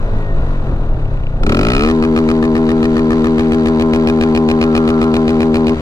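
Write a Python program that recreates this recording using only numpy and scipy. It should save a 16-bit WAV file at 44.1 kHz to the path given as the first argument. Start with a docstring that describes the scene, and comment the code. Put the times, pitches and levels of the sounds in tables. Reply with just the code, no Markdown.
"""A one-cylinder motorcycle coasts with its throttle shut in buffeting wind. Chain and tyres whirr, unburnt
gas puffs from the pipe, the intake drones, a gear whine falls and a valve ticks. Near 1.5 s the spark
returns and the throttle opens: the engine booms and snarls up to its speed limiter as the wind fades.
From 1.9 s the limiter keeps cutting the spark, letting three firings crack through the open pipe each time
the speed has sagged. At 5.7 s the throttle shuts. Two microphone ports on the rider's chest hear it all."""
import sys
import numpy as np
from scipy import signal
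from scipy.fft import rfft, irfft, next_fast_len
from scipy.io import wavfile
from scipy.ndimage import uniform_filter1d

SR = 44100
rng = np.random.default_rng(int(sys.argv[2]) if len(sys.argv) > 2 else 0)


def master_out(mix):
    """Clip the mix to full scale and print it as 16-bit PCM to the path in sys.argv[1]."""
    frames = np.transpose(np.atleast_2d(mix))
    ceiling = np.clip(frames, -1, 1)
    pcm = np.round(ceiling * 32767).astype(np.int16)
    wavfile.write(sys.argv[1], SR, pcm)


N = 256201
TIME = np.arange(N) / SR
LIMIT_LOW, LIMIT_HIGH, CLIMB_S = 77.5, 81.5, .04  # cycles per second at the limiter; time to climb
FIRST_CUT_S, SPARK_ON_S = 1.92, .033

# Engine speed, coasting then revving: time_s, cycles_per_s
SPEED = [(0, 58.1), (0.4, 48.8), (.6, 44.3), (0.83, 39.5), (.99, 36.4), (1.18, 32.2), (1.32, 29.8),
         (1.4, 29.2), (1.44, 30.9), (1.5, 35.7), (1.62, 51.0), (1.85, 76.6), (1.9, 80.5), (1.925, 81.3)]
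# Each return of the spark: start_s, crack_db
RESTARTS = [(1.4337, -33), (2.0243, -35), (2.1626, -33), (2.2883, -33), (2.4267, -36), (2.5525, -36),
            (2.6905, -35), (2.8286, -34), (2.9668, -35), (3.1051, -36), (3.2434, -36), (3.3816, -34),
            (3.5198, -34), (3.6581, -34), (3.7964, -33), (3.9344, -32), (4.0726, -31), (4.2108, -32),
            (4.3491, -31), (4.4875, -31), (4.6132, -31), (4.7512, -30), (4.8768, -32), (5.0149, -33),
            (5.1406, -32), (5.2788, -33), (5.4045, -34), (5.5428, -33), (5.6683, -33)]
# Speed around each return at the limiter: offset_s, cycles_per_s
BOUNCE = [(-.007, LIMIT_LOW), (CLIMB_S - .007, LIMIT_HIGH), (.05, 80.65)]
# Tone of the wind: pitch_hz, level_db
WIND_TONE = [(5, -26), (10, -3.5), (22, 8), (40, -7), (80, -15), (170, -23), (400, -28.5), (800, -34),
             (1500, -50), (3000, -96)]
# The wind dies as the bike stops: time_s, level_db
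WIND_LEVEL = [(0, -15.5), (1., -14), (1.15, -16), (1.8, -16), (1.95, -23.5), (2.5, -25), (4.5, -27.5),
              (5.81, -29)]
# Gusts: peak_s, boost_db
GUSTS = [(.05, 2), (.17, 2), (.39, 5.5), (.48, 1), (.68, 1), (.75, 0.5), (.92, 2), (1.21, 1), (1.43, 6.5)]
# Tone of the rolling parts: pitch_hz, level_db
WHIRR_TONE = [(530, -35.5), (900, -7), (1050, -4), (1170, -6.5), (1440, -4), (1620, -11), (1910, -9.5),
              (2100, -18.5), (2510, -15), (3040, -21.5), (3580, -21), (3890, -20), (4350, -28), (5410, -34),
              (6290, -33), (8680, -43), (10200, -39.5), (12300, -49), (15000, -61)]
# Their fade: time_s, level_db
WHIRR_LEVEL = [(0, -35.5), (.5, -36), (.9, -39), (1.4, -41.5), (2., -50)]
# Tone of an unburnt puff: pitch_hz, level_db
PUFF_TONE = [(15, -30), (40, 0), (1100, 0), (2200, -30), (4000, -90)]
# Pipe rings after a puff: pitch_hz, width_hz, level_db
PUFF_RINGS = [(144, 44, 5), (223, 154, -10.5), (285, 30, -5), (540, 47, -5.5), (655.5, 34, -6.5)]
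# Thump of a puff: time_s, level_db
THUMP_LEVEL = [(0, -19), (.8, -16), (1.4, -14)]
# Tone of a gulp of air: pitch_hz, level_db
GULP_TONE = [(20, -40), (100, -25), (165, -14), (215, 0), (480, 0), (570, -10), (1300, -20), (2200, -45),
             (4000, -90)]
# Rings of the airbox, the intake's chamber: pitch_hz, width_hz, level_db
AIRBOX_RINGS = [(228.8, 43.6, 2.9), (354.1, 45.9, -1.1), (399.6, 51.1, -.8), (450.3, 46.5, -3.2)]
# Each airbox ring in the late tone: change_db
AIRBOX_LATE = [0.28, -2, 0.73, -2.3]
# Drone and snarl shift from an early to a late tone: time_s, late_share
TONE_SHIFT = [(3.3, 0.074), (4.1, 0.62)]
# Piston hums: waves_per_cycle, level_db, delay_cycles
PISTON_HUMS = [(1, -19, 0.29), (2, -11, 0.433)]
# Gear whine: time_s, pitch_hz, level_db
WHINE = [(.14, 1987, -56), (0.199, 1915, -40), (.33, 1830, -36.5), (.37, 1810, -56)]
# Rings of a valve tick: pitch_hz, half_width_hz, level_db
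TICK_RINGS = [(2400, 110, 5), (2720, 250, 7.5), (3680, 570, -22)]
# Ticks are clearest at low speed: time_s, level_db
TICK_LEVEL = [(0, -62), (.85, -49), (1., -47.5), (1.2, -43.5), (1.4, -50), (1.45, -80)]
# Intake and pipe rings under load: pitch_hz, width_hz, level_db, delay_cycles
BOOM_RINGS = [(231, 62, 4, .3), (277, 48, 3.5, .3), (384.5, 89, 0, 0.298), (596, 90, -9.5, 0.054)]
# Their swell: time_s, level_db
BOOM_LEVEL = [(1.38, -50), (1.42, -28), (1.49, -15.5), (1.58, -15), (1.7, -21), (1.85, -59)]
# Tone of rushing gas: pitch_hz, level_db
RUSH_TONE = [(200, -34), (400, -4), (700, -5), (950, 0.5), (1700, -5), (2800, -12.5), (3600, -15.5),
             (4000, -13.5), (4300, -22), (4600, -18), (4900, -25), (5400, -24), (6300, -25), (8000, -31),
             (15000, -50)]
# Its rise on revving: time_s, level_db
RUSH_LEVEL = [(1.4, -56), (1.5, -28), (2., -33), (5.81, -32.5)]
# Valve gear at speed: pitch_hz, width_hz, level_db
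RASP_RINGS = [(3930, 380, -10), (4530, 320, -10)]
# Firings hit harder while speeding up: time_s, boost_db
CRACK_BOOST = [(1.435, -2.5), (1.47, 5.5), (1.6, 5), (1.75, 3.5), (1.92, 0)]
# Bursts within one firing: start_s, gas_db, spike_db
BURSTS = [(0, -3, -20.5), (.0015, -3.5, -6), (.003, -3, -3)]
# Pipe rings after a firing: pitch_hz, width_hz, level_db
PIPE_RINGS = [(1136, 90, -2.5), (1770, 640, -3), (2497, 130, 1.5), (2520, 950, -5), (4330, 1840, -9.5),
              (4980, 110, -8.5), (7200, 3450, -22)]
# Clean pipe rings sink and swell: time_s, bark_hz, bark_db, blat_hz, blat_db, clang_db
CLEAN_RINGS = [(1.45, 1342, 62.5, 1950, 38, 41), (1.7, 1307, 62.5, 1960, 57, 45),
               (1.818, 1283, 65, 1770, 53, 46.5), (1.9, 1205, 60, 1800, 57, 38),
               (2., 1194, 61.5, 1610, 61, 42), (2.298, 1245, 61, 1600, 55.5, 42),
               (2.43, 1180, 59.5, 1764, 63, 38), (2.849, 1230, 57.5, 1850, 57, 40),
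               (3.099, 1210, 64, 1775, 64, 38.5), (3.601, 1210, 54, 1724, 55.5, 36.5),
               (4.099, 1210, 46, 1630, 56.5, 41.5), (4.5, 1145, 42, 1595, 54.5, 43.5),
               (4.649, 1210, 57, 1586, 54, 45), (5.05, 1240, 62, 1540, 38, 37.5),
               (5.2, 1170, 38, 1590, 54.5, 40.5), (5.7, 1213, 44, 1700, 48, 42.5)]
# Clang of the pipe's wall: pitch_hz, width_hz, level_db
WALL_RINGS = [(2460, 120, 12), (2950, 100, 6.5), (4160, 107, 1), (5050, 140, -0.5)]
# Hot jet at the pipe's mouth: pitch_hz, level_db
SIZZLE_TONE = [(3000, -29), (6000, 4), (9000, -5.5), (12000, -8), (15000, -27.5)]
# Engine overtones, from the 7th up: early_db, late_db
OVERTONES = [(-38.5, -30), (-30.5, -33.5), (-49.5, -32), (-36, -28.5), (-40.5, -41), (-37.5, -37),
             (-33.5, -29), (-45, -41), (-53, -32.5), (-45, -46), (-39, -36), (-53, -54.5), (-53, -50),
             (-49.5, -49), (-50, -53)]
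# Those from the 14th up swell for a while: time_s, boost_db
NASAL_BOOST = [(4.55, -0.5), (4.65, 5.5), (5.1, 5.5), (5.25, -1)]
# How alike the two ports sound: pitch_hz, likeness_share
PORT_LIKENESS = [(300, 1), (600, .9), (1200, .8), (2500, .8), (4000, .5), (9000, .4)]
# How far the left port leads: pitch_hz, lead_radians
PORT_LEAD = [(100, 0), (860, 0.43), (1210, 1.64), (1720, 2.5), (2450, 2.5), (3270, 3), (4500, 5),
             (7000, 4.5)]
# How much louder the left port is: pitch_hz, level_db
PORT_BALANCE = [(60, 3), (250, 2.5), (400, 4), (480, 6), (640, 3.5), (800, 1), (1050, -0.5), (1270, 2.5),
                (2350, 1.5), (4320, 1.5), (7960, 1.5), (14700, -8)]


def amp(db):
    """Turns decibels into a multiplier."""
    return 10 ** (np.asarray(db) / 20)


def evened(x):
    """Scales a sound to an average power of 1."""
    return x / np.sqrt(np.mean(x ** 2) + 1e-20)


def curve(rows):
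    """Joins (time, value) points with straight lines."""
    return np.interp(TIME, *np.transpose(rows))


def shaped(x, points, gain=amp):
    """Weights each pitch in a sound by a table."""
    pitch_hz, value = np.transpose(points)
    size = next_fast_len(N)
    hz = np.fft.rfftfreq(size, 1 / SR)
    weights = gain(np.interp(np.log(hz + 1), np.log(pitch_hz + 1), value))
    return irfft(rfft(x, size) * weights, size)[..., :N]


def ring(x, rings):
    """Rings at fixed pitches, alternating in sign as along a tube."""
    out = 0
    for k, (hz, width, db) in enumerate(rings):
        decay = np.exp(-np.pi * width / SR)
        step = decay * np.exp(2j * np.pi * hz / SR)
        out = out + (-1) ** k * amp(db) * signal.lfilter([1 - decay], [1, -step], x).real
    return out


def soft_ring(x, hz, width):
    """A ring that swells in, then dies; its pitch may be fixed or sliding."""
    spin = np.exp(2j * np.pi * np.cumsum(np.broadcast_to(hz, N)) / SR)
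    decay = np.exp(-np.pi * width / SR)
    return (spin * signal.lfilter([(1 - decay) ** 2], [1, -2 * decay, decay ** 2], x / spin)).real


def drift(hz):
    """A slow random wander."""
    return evened(signal.lfilter(*signal.butter(2, hz, fs=SR), rng.standard_normal((2, N))))[0]


def engine_cycles():
    """Counts four-stroke cycles; a whole number fits between returns of the spark."""
    starts = np.transpose(RESTARTS)[0]
    bounces = [(s + offset, hz) for s in starts[1:] for offset, hz in BOUNCE]
    last_sag = (2 * starts[-1] - starts[-2], LIMIT_LOW)
    cycles = np.cumsum(curve(list(SPEED) + bounces + [last_sag])) / SR
    cycles -= np.interp(starts[0], TIME, cycles)
    at_starts = np.interp(starts, TIME, cycles)
    whole = np.cumsum(np.round(np.diff(at_starts, prepend=0)))
    return cycles - np.interp(TIME, starts, at_starts - whole)


def speed(cycles):
    """Engine speed, where 1 is 80 cycles per second."""
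    return np.gradient(cycles) * SR / 80


def pulses(cycles, delay, spread_db):
    """One click a cycle, no two quite alike."""
    count = np.floor(cycles - delay)
    return np.diff(count, prepend=count[0]) * amp(spread_db * rng.standard_normal(N))


def throttle(open_s=1.5, opening_s=.098, shut_s=5.735, shutting_s=.02):
    """The twist grip: 0 shut to 1 open."""
    return np.clip((TIME - open_s) / opening_s, 0, 1) * np.clip(1 - (TIME - shut_s) / shutting_s, 0, 1)


def drone_gain(cycles):
    """The drone is loud when the throttle is open and the engine turns fast."""
    below_limit = np.maximum(LIMIT_LOW - np.gradient(cycles) * SR, 0)
    shut, wide_open = amp(-25 - .27 * below_limit), amp(-12.5 - .33 * below_limit)
    return shut + (wide_open - shut) * throttle()


def wind(gust_s=.051):
    """Air buffets the microphone housing; gusts lift the rumble a little more than the hiss."""
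    noise = shaped(rng.standard_normal((2, N)), WIND_TONE)
    noise[1] = .99 * noise[0] + .1 * noise[1]  # nearly alike on both sides
    steady = noise / np.sqrt(uniform_filter1d(noise[0] ** 2, 5000) + 1e-20)
    gust_db = sum(db * np.exp(-((TIME - s) / gust_s) ** 2) for s, db in GUSTS)
    rumble = signal.filtfilt(*signal.butter(2, 150, fs=SR), steady)
    gusty = amp(gust_db) * rumble + amp(.93 * gust_db) * (steady - rumble)
    return amp(curve(WIND_LEVEL) + np.array([[.5], [-.5]])) * gusty


def rolling_whirr(cycles):
    """Chain, tyres and valve gear hiss with a slight throb."""
    throb_db = 1.5 * np.cos(2 * np.pi * cycles) + drift(hz=6)
    return amp(curve(WHIRR_LEVEL) + throb_db) * evened(shaped(rng.standard_normal((2, N)), WHIRR_TONE))


def pipe_burble(cycles, thump_hz=125, thump_s=.0045):
    """With the throttle shut, unburnt gas puffs from the pipe: a dull thump, then a short ring."""
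    gas = .0025 * rng.standard_normal((2, N)) * (.3 + np.exp(-(cycles % 1) / .3))
    puffs = pulses(cycles, delay=.2, spread_db=1.4)
    t = np.arange(-600, 601) / SR
    push_pull = -np.sin(2 * np.pi * thump_hz * t) * np.exp(-(t / thump_s) ** 2)
    thumps = amp(curve(THUMP_LEVEL)) * signal.oaconvolve(puffs, push_pull, "same")
    rings = amp(-25.5) * evened(ring(shaped(puffs + gas, PUFF_TONE), PUFF_RINGS))
    return (1 - throttle()) * (rings + thumps)


def intake_drone(cycles):
    """Each gulp of air rings the airbox, half a cycle from the firing; rushing air roughens it."""
    rush = .0009 * rng.standard_normal((2, N)) * (1 + np.cos(2 * np.pi * (cycles - .6)))
    gulps = pulses(cycles, delay=.46, spread_db=.35) + rush
    gulps = shaped(gulps, GULP_TONE) / np.sqrt(speed(cycles))
    late = curve(TONE_SHIFT)
    late_rings = [(hz, width, db + change) for (hz, width, db), change in zip(AIRBOX_RINGS, AIRBOX_LATE)]
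    drone = (1 - late) * ring(gulps, AIRBOX_RINGS) + late * ring(gulps, late_rings)
    return drone_gain(cycles) * evened(drone)


def piston_hum(cycles):
    """Piston and crank shake the frame, harder at speed."""
    hum = sum(amp(db) * np.cos(2 * np.pi * k * (cycles - delay)) for k, db, delay in PISTON_HUMS)
    return drone_gain(cycles) * np.sqrt(2) * hum * speed(cycles) ** 2


def gear_whine():
    """A thin gear tone falls as the bike slows."""
    times, hz, db = np.transpose(WHINE)
    tone = np.sin(2 * np.pi * np.cumsum(np.interp(TIME, times, hz)) / SR)
    return amp(np.interp(TIME, times, db, -120, -120)) * tone


def valve_ticks(cycles):
    """A valve closes with a light tick each cycle."""
    ticks = pulses(cycles, delay=.095, spread_db=5.6)
    rings = sum(amp(db) * soft_ring(ticks, hz, 2 * half_width) for hz, half_width, db in TICK_RINGS)
    return amp(curve(TICK_LEVEL)) * evened(rings)


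def load_boom(cycles):
    """As the throttle opens, intake and pipe boom in turn until the speed is up."""
    rings = sum(amp(db) * soft_ring(pulses(cycles, delay, spread_db=1), hz, width)
                for hz, width, db, delay in BOOM_RINGS)
    return amp(curve(BOOM_LEVEL)) * evened(rings / np.sqrt(speed(cycles)))


def gas_rush(cycles):
    """Rushing gas swells unevenly once a cycle, over the fine rasp of the valve gear."""
    swell_db = (4.2 + 1.2 * drift(hz=30)) * np.cos(2 * np.pi * (cycles - .22)) + 1.2 * drift(hz=8)
    hiss = shaped(rng.standard_normal((2, N)), RUSH_TONE)
    low = signal.lfilter(*signal.butter(2, 1500, fs=SR), hiss)
    ticks = pulses(cycles, delay=.15, spread_db=4.5)
    rasp = sum(amp(db) * evened(soft_ring(ticks, hz, width)) for hz, width, db in RASP_RINGS)
    return amp(curve(RUSH_LEVEL)) * (amp(swell_db) * hiss / np.std(hiss - low) + rasp / 4)


def latest_restart():
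    """Seconds since the spark last returned, and that return's level."""
    starts, db = np.transpose(RESTARTS)
    latest = np.maximum(np.searchsorted(starts, TIME + .004) - 1, 0)
    return TIME - starts[latest], db[latest]


def sparking():
    """True while the spark is on: steadily at first, then in short spells."""
    since_s, _ = latest_restart()
    return (TIME > RESTARTS[0][0] - .004) & ((TIME < FIRST_CUT_S) | (since_s < SPARK_ON_S))


def pipe_ringing(firings):
    """Firings knock the pipe into a low bark, a higher blat and a clang of its wall."""
    times, *columns = np.transpose(CLEAN_RINGS)
    bark_hz, bark_db, blat_hz, blat_db, clang_db = [np.interp(TIME, times, c) for c in columns]
    knock = signal.lfilter(*signal.butter(2, [900, 5000], "band", fs=SR), firings)
    late_knock = np.roll(knock, round(BURSTS[-1][0] * SR / 2))
    bark = amp(bark_db) * soft_ring(knock, bark_hz, width=163)
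    blat = amp(blat_db) * soft_ring(knock, blat_hz, width=163)
    clang = amp(clang_db) * ring(late_knock, WALL_RINGS)
    return bark + clang + blat * np.array([[1], [-.6]])  # the blat partly cancels at the right port


def exhaust_cracks(cycles):
    """In each firing three quick bursts of hot gas ring the pipe, then suction returns from its end."""
    since_s, restart_db = latest_restart()
    boost_db = curve(CRACK_BOOST)
    first_db = 2.5 * (since_s < SPARK_ON_S / 4)  # the first firing after a cut has more fuel
    clicks = np.roll(pulses(cycles, delay=0, spread_db=1), -33) * sparking()  # 33 samples early
    firings = clicks * amp(boost_db + restart_db + first_db)
    t = np.arange(1500) / SR
    bursts = sum(amp(db) * np.exp(-abs(t - s) / .0014) * (t >= s) for s, db, _ in BURSTS)
    gas = signal.oaconvolve(firings, bursts + .15 * np.exp(-t / .008))[:N]
    blow = signal.oaconvolve(firings, np.diff(bursts, prepend=0))[:N]
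    drive = gas * rng.standard_normal((2, N)) + .86 * uniform_filter1d(blow, size=5)
    crack = amp(28.5) * ring(drive, PIPE_RINGS) + pipe_ringing(firings)
    jet = signal.oaconvolve(firings, np.exp(-t / .0092))[:N]
    sizzle = amp(-6.5) * shaped(jet * rng.standard_normal((2, N)), SIZZLE_TONE)
    spikes = sum(amp(db) * np.exp(-((t - s - .0003) / .0003) ** 2) for s, _, db in BURSTS)
    push = signal.oaconvolve(firings, amp(21.5) * spikes)[:N]
    suction = -amp(-9.5) * np.exp(-((t - .0062) / .0011) ** 2)
    pull = signal.oaconvolve(clicks * amp(boost_db / 2), suction)[:N]
    bass_cut = [(20, -30), (45, -12), (70, 0), (20000, 0)]  # pitch_hz, level_db
    return shaped(crack + sizzle + push + pull, bass_cut)


def engine_snarl(cycles, waver_db=3):
    """With the throttle open, slowly wavering overtones grow with the engine's speed."""
    out, late, nasal_db = 0, curve(TONE_SHIFT), curve(NASAL_BOOST)
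    for k, (early_db, late_db) in enumerate(OVERTONES, 7):
        waver = np.sin(2 * np.pi * (rng.uniform(.46, 2.557) * TIME + rng.random((2, 1))))
        scatter = .77 * (rng.random() - .5)  # so the overtones only roughly line up
        tone = np.cos(2 * np.pi * (k * (cycles - .1937) + scatter))
        level_db = early_db + (late_db - early_db) * late + waver_db * waver + (k >= 14) * nasal_db
        out = out + amp(level_db) * tone
    dip = 1 - .47 * uniform_filter1d(1. * sparking(), size=300)  # quieter while the spark is on
    return throttle() * dip * out * speed(cycles) ** 3


def microphone_ports(pair):
    """Blends two versions of a sound into what the left and right ports hear."""
    main, other = pair
    left = shaped(main, PORT_LEAD, lambda lead: np.exp(1j * lead))
    right = shaped(main, PORT_LIKENESS, lambda share: share)
    right += shaped(other, PORT_LIKENESS, lambda share: np.sqrt(1 - share ** 2))
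    return np.array([shaped(left, PORT_BALANCE, lambda db: amp(db / 2)),
                     shaped(right, PORT_BALANCE, lambda db: amp(-db / 2))])


def scene():
    """The bike as the two ports hear it, plus the wind."""
    cycles = engine_cycles()
    engine = intake_drone(cycles) + load_boom(cycles) + engine_snarl(cycles) + piston_hum(cycles)
    engine += exhaust_cracks(cycles) + pipe_burble(cycles) + gas_rush(cycles) + valve_ticks(cycles)
    return microphone_ports(engine + rolling_whirr(cycles) + gear_whine()) + wind()


def record(dry):
    """Rounds off the peaks softly, then cuts the highest treble."""
    soft = np.tanh(dry / 1.4) * 1.4
    treble_cut = signal.firwin(1023, 15050, window=("kaiser", 9), fs=SR)
    return signal.oaconvolve(soft, treble_cut[None], "same")


dry = scene()
out = record(dry)
master_out(out)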